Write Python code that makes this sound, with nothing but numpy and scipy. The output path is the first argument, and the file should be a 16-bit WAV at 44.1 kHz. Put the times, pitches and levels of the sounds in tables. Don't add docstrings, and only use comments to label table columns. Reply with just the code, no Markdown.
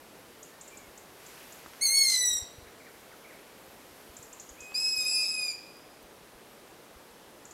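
import sys
import numpy as np
from scipy import signal
from scipy.fft import rfft, irfft, next_fast_len
from scipy.io import wavfile
from scipy.ndimage import uniform_filter1d, map_coordinates

SR = 44100
rng = np.random.default_rng(int(sys.argv[2]) if len(sys.argv) > 2 else 0)


def voltage_ratio(decibels):
    exponent = np.asarray(decibels, float) / 20
    return 10 ** exponent


def generate_wav(sig):
    pcm = np.round(np.clip(np.atleast_2d(sig).T, -1, 1) * 32767).astype(np.int16)
    wavfile.write(sys.argv[1], SR, pcm)


N = 332073

# (frequency [Hz], time to fall 60 dB [s])
DEEP_WOOD = [(1500, 1.4), (5000, 1.08), (9000, 0.62), (14000, 0.71)]


def unit(x):
    return x / np.sqrt(np.mean(x ** 2) + 1e-20)


def along(points, hz):
    f, v = np.transpose(points)
    return np.interp(np.log(hz + 1), np.log(f + 1), v)


def wobble(rate, size):
    knots = rng.standard_normal(int(size * rate / SR) + 4)
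    return map_coordinates(knots, [np.arange(size) * rate / SR])


def add(track, s, sound):
    part = track[round(s * SR):][:len(sound)]
    part += sound[:len(part)]


def coloured(x, gain):
    m = next_fast_len(len(x) + 4096)
    spectrum = rfft(x, m) * gain(np.fft.rfftfreq(m, 1 / SR))
    return irfft(spectrum, m)[..., :x.shape[-1]]


def rush(spectrum, patchy_db):
    hz, _, z = signal.stft(rng.standard_normal(N), SR, nperseg=2048)
    field = uniform_filter1d(rng.standard_normal(z.shape), 24, 0)
    field = unit(uniform_filter1d(field, 4, 1))
    gain = voltage_ratio(along(spectrum, hz)[:, None] + patchy_db * field)
    return unit(signal.istft(z * gain, nperseg=2048)[1][:N])


def echoes(x, decay, gap_s):
    hz, t, z = signal.stft(rng.standard_normal(SR), SR, nperseg=256)
    fall = voltage_ratio(-60 * t / along(decay, hz)[:, None])
    tail = signal.istft(z * fall, SR, nperseg=256)[1]
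    tail = np.pad(tail / np.linalg.norm(tail), (round(gap_s * SR), 0))
    return signal.fftconvolve(x, tail)[:N]


def woodland(x, near_db, deep_db):
    # (frequency [Hz], time to fall 60 dB [s])
    near_trunks = [(1500, 0.26), (5000, 0.33), (9000, 0.17), (14000, 0.24)]
    # (frequency [Hz], gain [dB])
    scatter = [(2000, -3), (5000, 1.5), (10000, 4), (15000, 20)]
    near = coloured(echoes(x, near_trunks, .004), lambda f: voltage_ratio(along(scatter, f)))
    deep = echoes(x, DEEP_WOOD, .03)
    return x + voltage_ratio(near_db) * near + voltage_ratio(deep_db) * deep


def distant_hum():
    # (frequency [Hz], density [dB per Hz])
    hum_spectrum = [(15, -41), (25, -12), (55, -8.5), (107, -8), (255, -2), (474, 0), (770, -4.5),
                    (882, -5), (1320, -8.5), (1730, -10), (2040, -11.5), (4340, -16), (7440, -19.5),
                    (11200, -19.5), (15800, -27)]
    swell_db = .25 * wobble(2, N)
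    return voltage_ratio(-53 + swell_db) * rush(hum_spectrum, patchy_db=.5)


def far_crickets():
    # (frequency [Hz], density [dB per Hz])
    chorus = [(11000, -40), (12000, -8), (12400, -2), (12800, -8), (13800, -40)]
    return voltage_ratio(-75 + 1.5 * wobble(5, N)) * rush(chorus, patchy_db=4.0)


def breeze():
    # (time [s], level [dB])
    strength = [(0, -65.5), (1.1, -65.5), (1.3, -54.5), (1.78, -56), (2.5, -70), (3, -64), (3.5, -65.5),
                (4, -59), (4.5, -64), (5.5, -76), (6.5, -88), (7.53, -73)]
    # (frequency [Hz], density [dB per Hz])
    leaf_spectrum = [(300, -31), (900, -1.5), (1600, 0.5), (2500, 0.5), (3600, -4), (6000, -5),
                     (10000, -9.5), (15000, -18)]
    # (frequency [Hz], density [dB per Hz])
    treetop_spectrum = [(5000, -25), (8000, -9), (12000, 12), (14000, 3.5), (16000, -4)]
    s, rustle_db = np.transpose(strength)
    fizz_db = -67 + 0.68 * (rustle_db + 64.5)
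    t = np.arange(N) / SR
    leaf_gain = voltage_ratio(np.interp(t, s, rustle_db) + 1.1 * wobble(14, N))
    treetop_gain = voltage_ratio(np.interp(t, s, fizz_db) + 0.81 * wobble(9, N))
    rustle = leaf_gain * rush(leaf_spectrum, patchy_db=.8)
    return rustle + treetop_gain * rush(treetop_spectrum, patchy_db=2.5)


def puffs():
    # (middle [s], peak level [dB], frequency [Hz])
    gusts = [(.89, -55, 54), (1.68, -56, 62), (2.32, -51, 40), (2.36, -51, 44.3), (2.429, -40.5, 72),
             (2.589, -43, 85), (2.633, -48, 65), (2.675, -53, 65), (3.925, -59, 60), (4.105, -50, 64.6),
             (4.198, -48, 124), (4.52, -50, 50), (4.625, -55, 60), (4.988, -51, 69.6), (6.05, -54, 50),
             (6.36, -56, 42), (6.97, -49, 55.6)]
    track = np.zeros(N)
    for s, db, hz in gusts:
        cycles = np.arange(-1.3, 1.3, hz / SR)
        swing = np.sin(2 * np.pi * cycles + rng.uniform(0, 2 * np.pi))
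        push = np.exp(-(cycles / 0.53) ** 2) * swing
        add(track, s - 1.46 / hz, voltage_ratio(db) * push)
    return track


def twigs():
    # (time [s], peak level [dB], resonance [Hz], width [Hz])
    snaps = [(1.294, -48, 1200, 1500), (1.379, -40, 2200, 1500), (1.662, -34, 1360, 350),
             (1.736, -37.5, 1800, 2500), (1.75, -43.5, 1200, 400), (3.05, -52, 12500, 3000),
             (4.72, -38, 1200, 1200), (5.77, -48, 11450, 2995), (6.028, -44, 12800, 2960),
             (6.68, -55, 13500, 2000)]
    track, t = np.zeros(N), np.arange(SR // 40) / SR
    for s, db, hz, width_hz in snaps:
        ring = np.exp(-np.pi * width_hz * t) * np.sin(2 * np.pi * hz * t)
        burst = voltage_ratio(-60 * t / .015) * rng.standard_normal(len(t))
        snap = np.convolve(burst, ring)
        add(track, s - .001, voltage_ratio(db) * snap / np.abs(snap).max())
    return woodland(track, near_db=-23, deep_db=-15)


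def thrush():
    # (time [s], length [s], start [Hz], end [Hz], level [dB])
    whistles = [(.52, 0.035, 1725, 1900, -63), (0.662, .04, 2140, 2120, -68),
                (0.71, 0.041, 2370, 2330, -60.5), (.785, 0.027, 2240, 2200, -62),
                (.82, 0.093, 2220, 2080, -67), (2.858, .02, 2210, 2420, -60), (3.26, .02, 2250, 2480, -60),
                (3.321, .045, 2410, 2050, -63)]
    # (delay [s], length [s], start [Hz], end [Hz], level [dB])
    cluck = [
        (0, .034, 2443, 1198, 0),
        (.1315, .0235, 2410, 1975, 0.3),
        (0.186, .044, 2480, 1270, -1.2),
    ]
    # (time [s], level [dB])
    phrases = [
        (2.669, -58.5),
        (3.113, -56),
    ]
    track = np.zeros(N)
    clucks = [(s + delay, *note, db + lift) for s, db in phrases for delay, *note, lift in cluck]
    for s, length, start_hz, end_hz, db in whistles + clucks:
        u = np.linspace(0, 1, round(length * SR))
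        glide = start_hz * (end_hz / start_hz) ** (u ** .8)
        glide = glide * (1 + 0.0083 * wobble(155, len(u)))
        flutter = unit(voltage_ratio(1.8 * wobble(120, len(u))))
        swell = voltage_ratio(db + 5) * flutter * np.sin(np.pi * u ** .7) ** .6
        add(track, s, swell * np.sin(2 * np.pi * np.cumsum(glide) / SR))
    return woodland(track, near_db=-1.5, deep_db=-6)


def ticker():
    # (time [s], peak level [dB], centre [Hz])
    ticks = [(0.4306, -39, 7130), (0.6128, -38, 7270), (0.6797, -43, 7330), (0.7726, -41, 6900),
             (0.978, -42, 7030), (1.265, -44, 7100), (1.5244, -42.5, 6880), (4.1682, -39, 7300),
             (4.2284, -40, 7000), (4.33, -40, 7080), (4.3999, -36, 6960), (4.4927, -40.5, 6800),
             (4.6066, -37, 6840), (7.4543, -41.5, 7140), (7.511, -43, 6800)]
    track, t, lag = np.zeros(N), np.arange(round(.0055 * SR)) / SR, np.arange(SR // 4) / SR
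    u = t / t[-1]
    for s, db, hz in ticks:
        sweep = hz * (1 + 0.26 * (u - .5) + 2.0 * (u - .5) ** 3)
        flutter = unit(voltage_ratio(1.9 * wobble(1270, len(t))))
        swell = voltage_ratio(db - 2) * flutter * np.sin(np.pi * u) ** 1.03
        tick = swell * np.sin(2 * np.pi * np.cumsum(sweep) / SR)
        smear = voltage_ratio(-60 * lag / 0.039) + voltage_ratio(-11.0 - 29 * (lag / .13) ** 2)
        leaves = smear * rng.standard_normal(len(lag))
        add(track, s - .0025, tick)
        add(track, s - .0015, voltage_ratio(3.0) * signal.fftconvolve(tick, leaves / np.linalg.norm(leaves)))
    return track + voltage_ratio(-15.5) * echoes(track, DEEP_WOOD, 0.018)


def chick(rows, beak_db, strain, rasp_hz, near_db, deep_db):
    # (frequency [Hz], gain [dB])
    beak_colour = [(1000, -5), (1270, 8), (2200, -7), (3300, -2.5), (4500, 7), (6000, 6), (9000, 3),
                   (13000, 1), (16000, -9)]
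    edge_s = .025
    s, *cols = np.transpose(rows)
    t = np.arange(s[0], s[-1], 1 / SR)
    size = len(t)
    hz, effort_db, gape_db = [uniform_filter1d(np.interp(t, s, c), size=500) for c in cols]
    doubling_db, rasp_db = [
        np.interp(t, [start - edge_s, start, end, end + edge_s], [calm_db, first_db, last_db, calm_db])
        for start, end, first_db, last_db, calm_db in strain]

    phase = 2 * np.pi * np.cumsum(hz * (1 + .0012 * wobble(70.2, size))) / SR
    levels = [effort_db + db + (k > 1) * gape_db for k, db in enumerate(beak_db)]
    partials = [(k * hz < .45 * SR) * np.exp(1j * (k * phase + rng.uniform(0, 2 * np.pi)))
                for k in range(1, len(levels) + 1)]
    tone = np.zeros(size)
    slope = np.zeros(size)
    for k, (db, partial) in enumerate(zip(levels, partials)):
        fading_db = 1.45 * wobble(18, size)
        drain_db = 7.6 * k * voltage_ratio(rasp_db)
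        tone += voltage_ratio(db - drain_db + fading_db) * partial.imag
        slope += (k + 1) / 3 * voltage_ratio(np.median(db)) * partial.real

    drift = .4 * wobble(35, size) + 7 * voltage_ratio(rasp_db) * wobble(300, size)
    doubling = voltage_ratio(doubling_db + 3.9 * wobble(34.7, size)) * 2 * np.cos(phase / 2 + drift)
    rasp_gain = voltage_ratio(rasp_db + 3.6 * wobble(240.4, size) + 0.89 * wobble(24, size))
    rasp = rasp_gain * unit(wobble(rasp_hz, size) * np.cos(phase / 4))
    unsteady = coloured(slope * (doubling + rasp), lambda f: voltage_ratio(along(beak_colour, f)))
    edges = np.clip(np.minimum(t - s[0], s[-1] - t) / 0.005, 0, 1)
    track = np.zeros(N)
    add(track, s[0], np.sqrt(2) * edges * (tone + unsteady))
    return woodland(track, near_db, deep_db)


def far_chick():
    # (time [s], pitch [Hz], effort [dB], lift of overtones by the opening beak [dB])
    squeal = [(4.56, 2050, -66, -8), (4.585, 2450, -60, -10), (4.6, 2565, -59, -7),
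              (4.63, 2505, -49.5, -10), (4.68, 2515, -49.5, -10), (4.76, 2576, -54, -6),
              (4.85, 2580, -48, -16), (5.03, 2510, -40, -20), (5.065, 2380, -64, -8)]
    beak = [0.5, -15.5, -3, -17, -17, -33, -50, -50]
    # (from [s], to [s], first level [dB], last level [dB], level outside [dB])
    breaks = [
        (4.6, 5.05, -40, -41, -42),
        (4.6, 5.05, -40, -41, -42),
    ]
    return chick(squeal, beak, breaks, rasp_hz=900, near_db=-17, deep_db=-15)


def left_chick():
    # (time [s], pitch [Hz], effort [dB], lift of overtones by the opening beak [dB])
    squeal = [(4.74, 2320, -43.5, -11), (4.755, 2475, -29, -15.5), (4.79, 2555, -32.5, -15.5),
              (4.87, 2561, -26, -21), (4.95, 2546, -35.5, -11), (5.08, 2492, -35, -11),
              (5.17, 2476, -28, -22), (5.235, 2478, -29.5, -22), (5.265, 2220, -51.5, -9)]
    beak = [-10, 0.1, 4, 0.5, -10.5, -35, -50, -50]
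    # (from [s], to [s], first level [dB], last level [dB], level outside [dB])
    breaks = [
        (4.97, 5.2, -24, -26.5, -34),
        (4.76, 5.23, -22, -30, -40),
    ]
    return chick(squeal, beak, breaks, rasp_hz=800, near_db=-8.0, deep_db=-12)


def right_chick():
    # (time [s], pitch [Hz], effort [dB], lift of overtones by the opening beak [dB])
    squeal = [(5.045, 2438, -42, -12), (5.065, 2530, -28, -10), (5.085, 2586, -37, -8),
              (5.14, 2603, -36.5, -6), (5.21, 2602, -38, -8), (5.3, 2560, -37.5, -6),
              (5.4, 2493, -38, -6.5), (5.49, 2428, -35, -12), (5.525, 2292, -48.5, 1.5)]
    beak = [-3.5, 0.3, -0.4, -1.1, -22, -44, -50, -50]
    # (from [s], to [s], first level [dB], last level [dB], level outside [dB])
    breaks = [
        (5.13, 5.5, -25, -25.5, -33),
        (5.06, 5.51, -28, -30, -40),
    ]
    return chick(squeal, beak, breaks, rasp_hz=904, near_db=-5.0, deep_db=-13.5)


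def near_chick():
    # (time [s], pitch [Hz], effort [dB], lift of overtones by the opening beak [dB])
    squeal = [(1.808, 1990, -44, 1), (1.82, 2180, -30.5, 1), (1.84, 2236, -26.5, -6.5),
              (1.875, 2071, -38, 7.5), (1.95, 2207, -29, -2.5), (2.01, 2187, -26, -6.5),
              (2.16, 2007, -31, -1.5), (2.35, 1903, -40.5, 7), (2.44, 1867, -60.5, 3)]
    beak = [-9, 0.2, -1.5, -1.5, -10, -24, -31.5, -43]
    # (from [s], to [s], first level [dB], last level [dB], level outside [dB])
    breaks = [
        (1.951, 2.14, -21.5, -20.5, -50),
        (2.045, 2.162, -23.5, -12.5, -42),
    ]
    return chick(squeal, beak, breaks, rasp_hz=2603, near_db=-2, deep_db=-19)


def scene():
    background = distant_hum() + far_crickets() + breeze() + puffs() + twigs()
    small_birds = thrush() + ticker()
    owls = far_chick() + left_chick() + right_chick() + near_chick()
    return (background + small_birds + owls)[None]


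def low_pass(x):
    return signal.sosfilt(signal.butter(12, 15990, fs=SR, output="sos"), x)


def record(dry):
    mix = coloured(dry[0], lambda f: f < 15830)[None]
    return low_pass(mix)


dry = scene()
out = record(dry)
generate_wav(out)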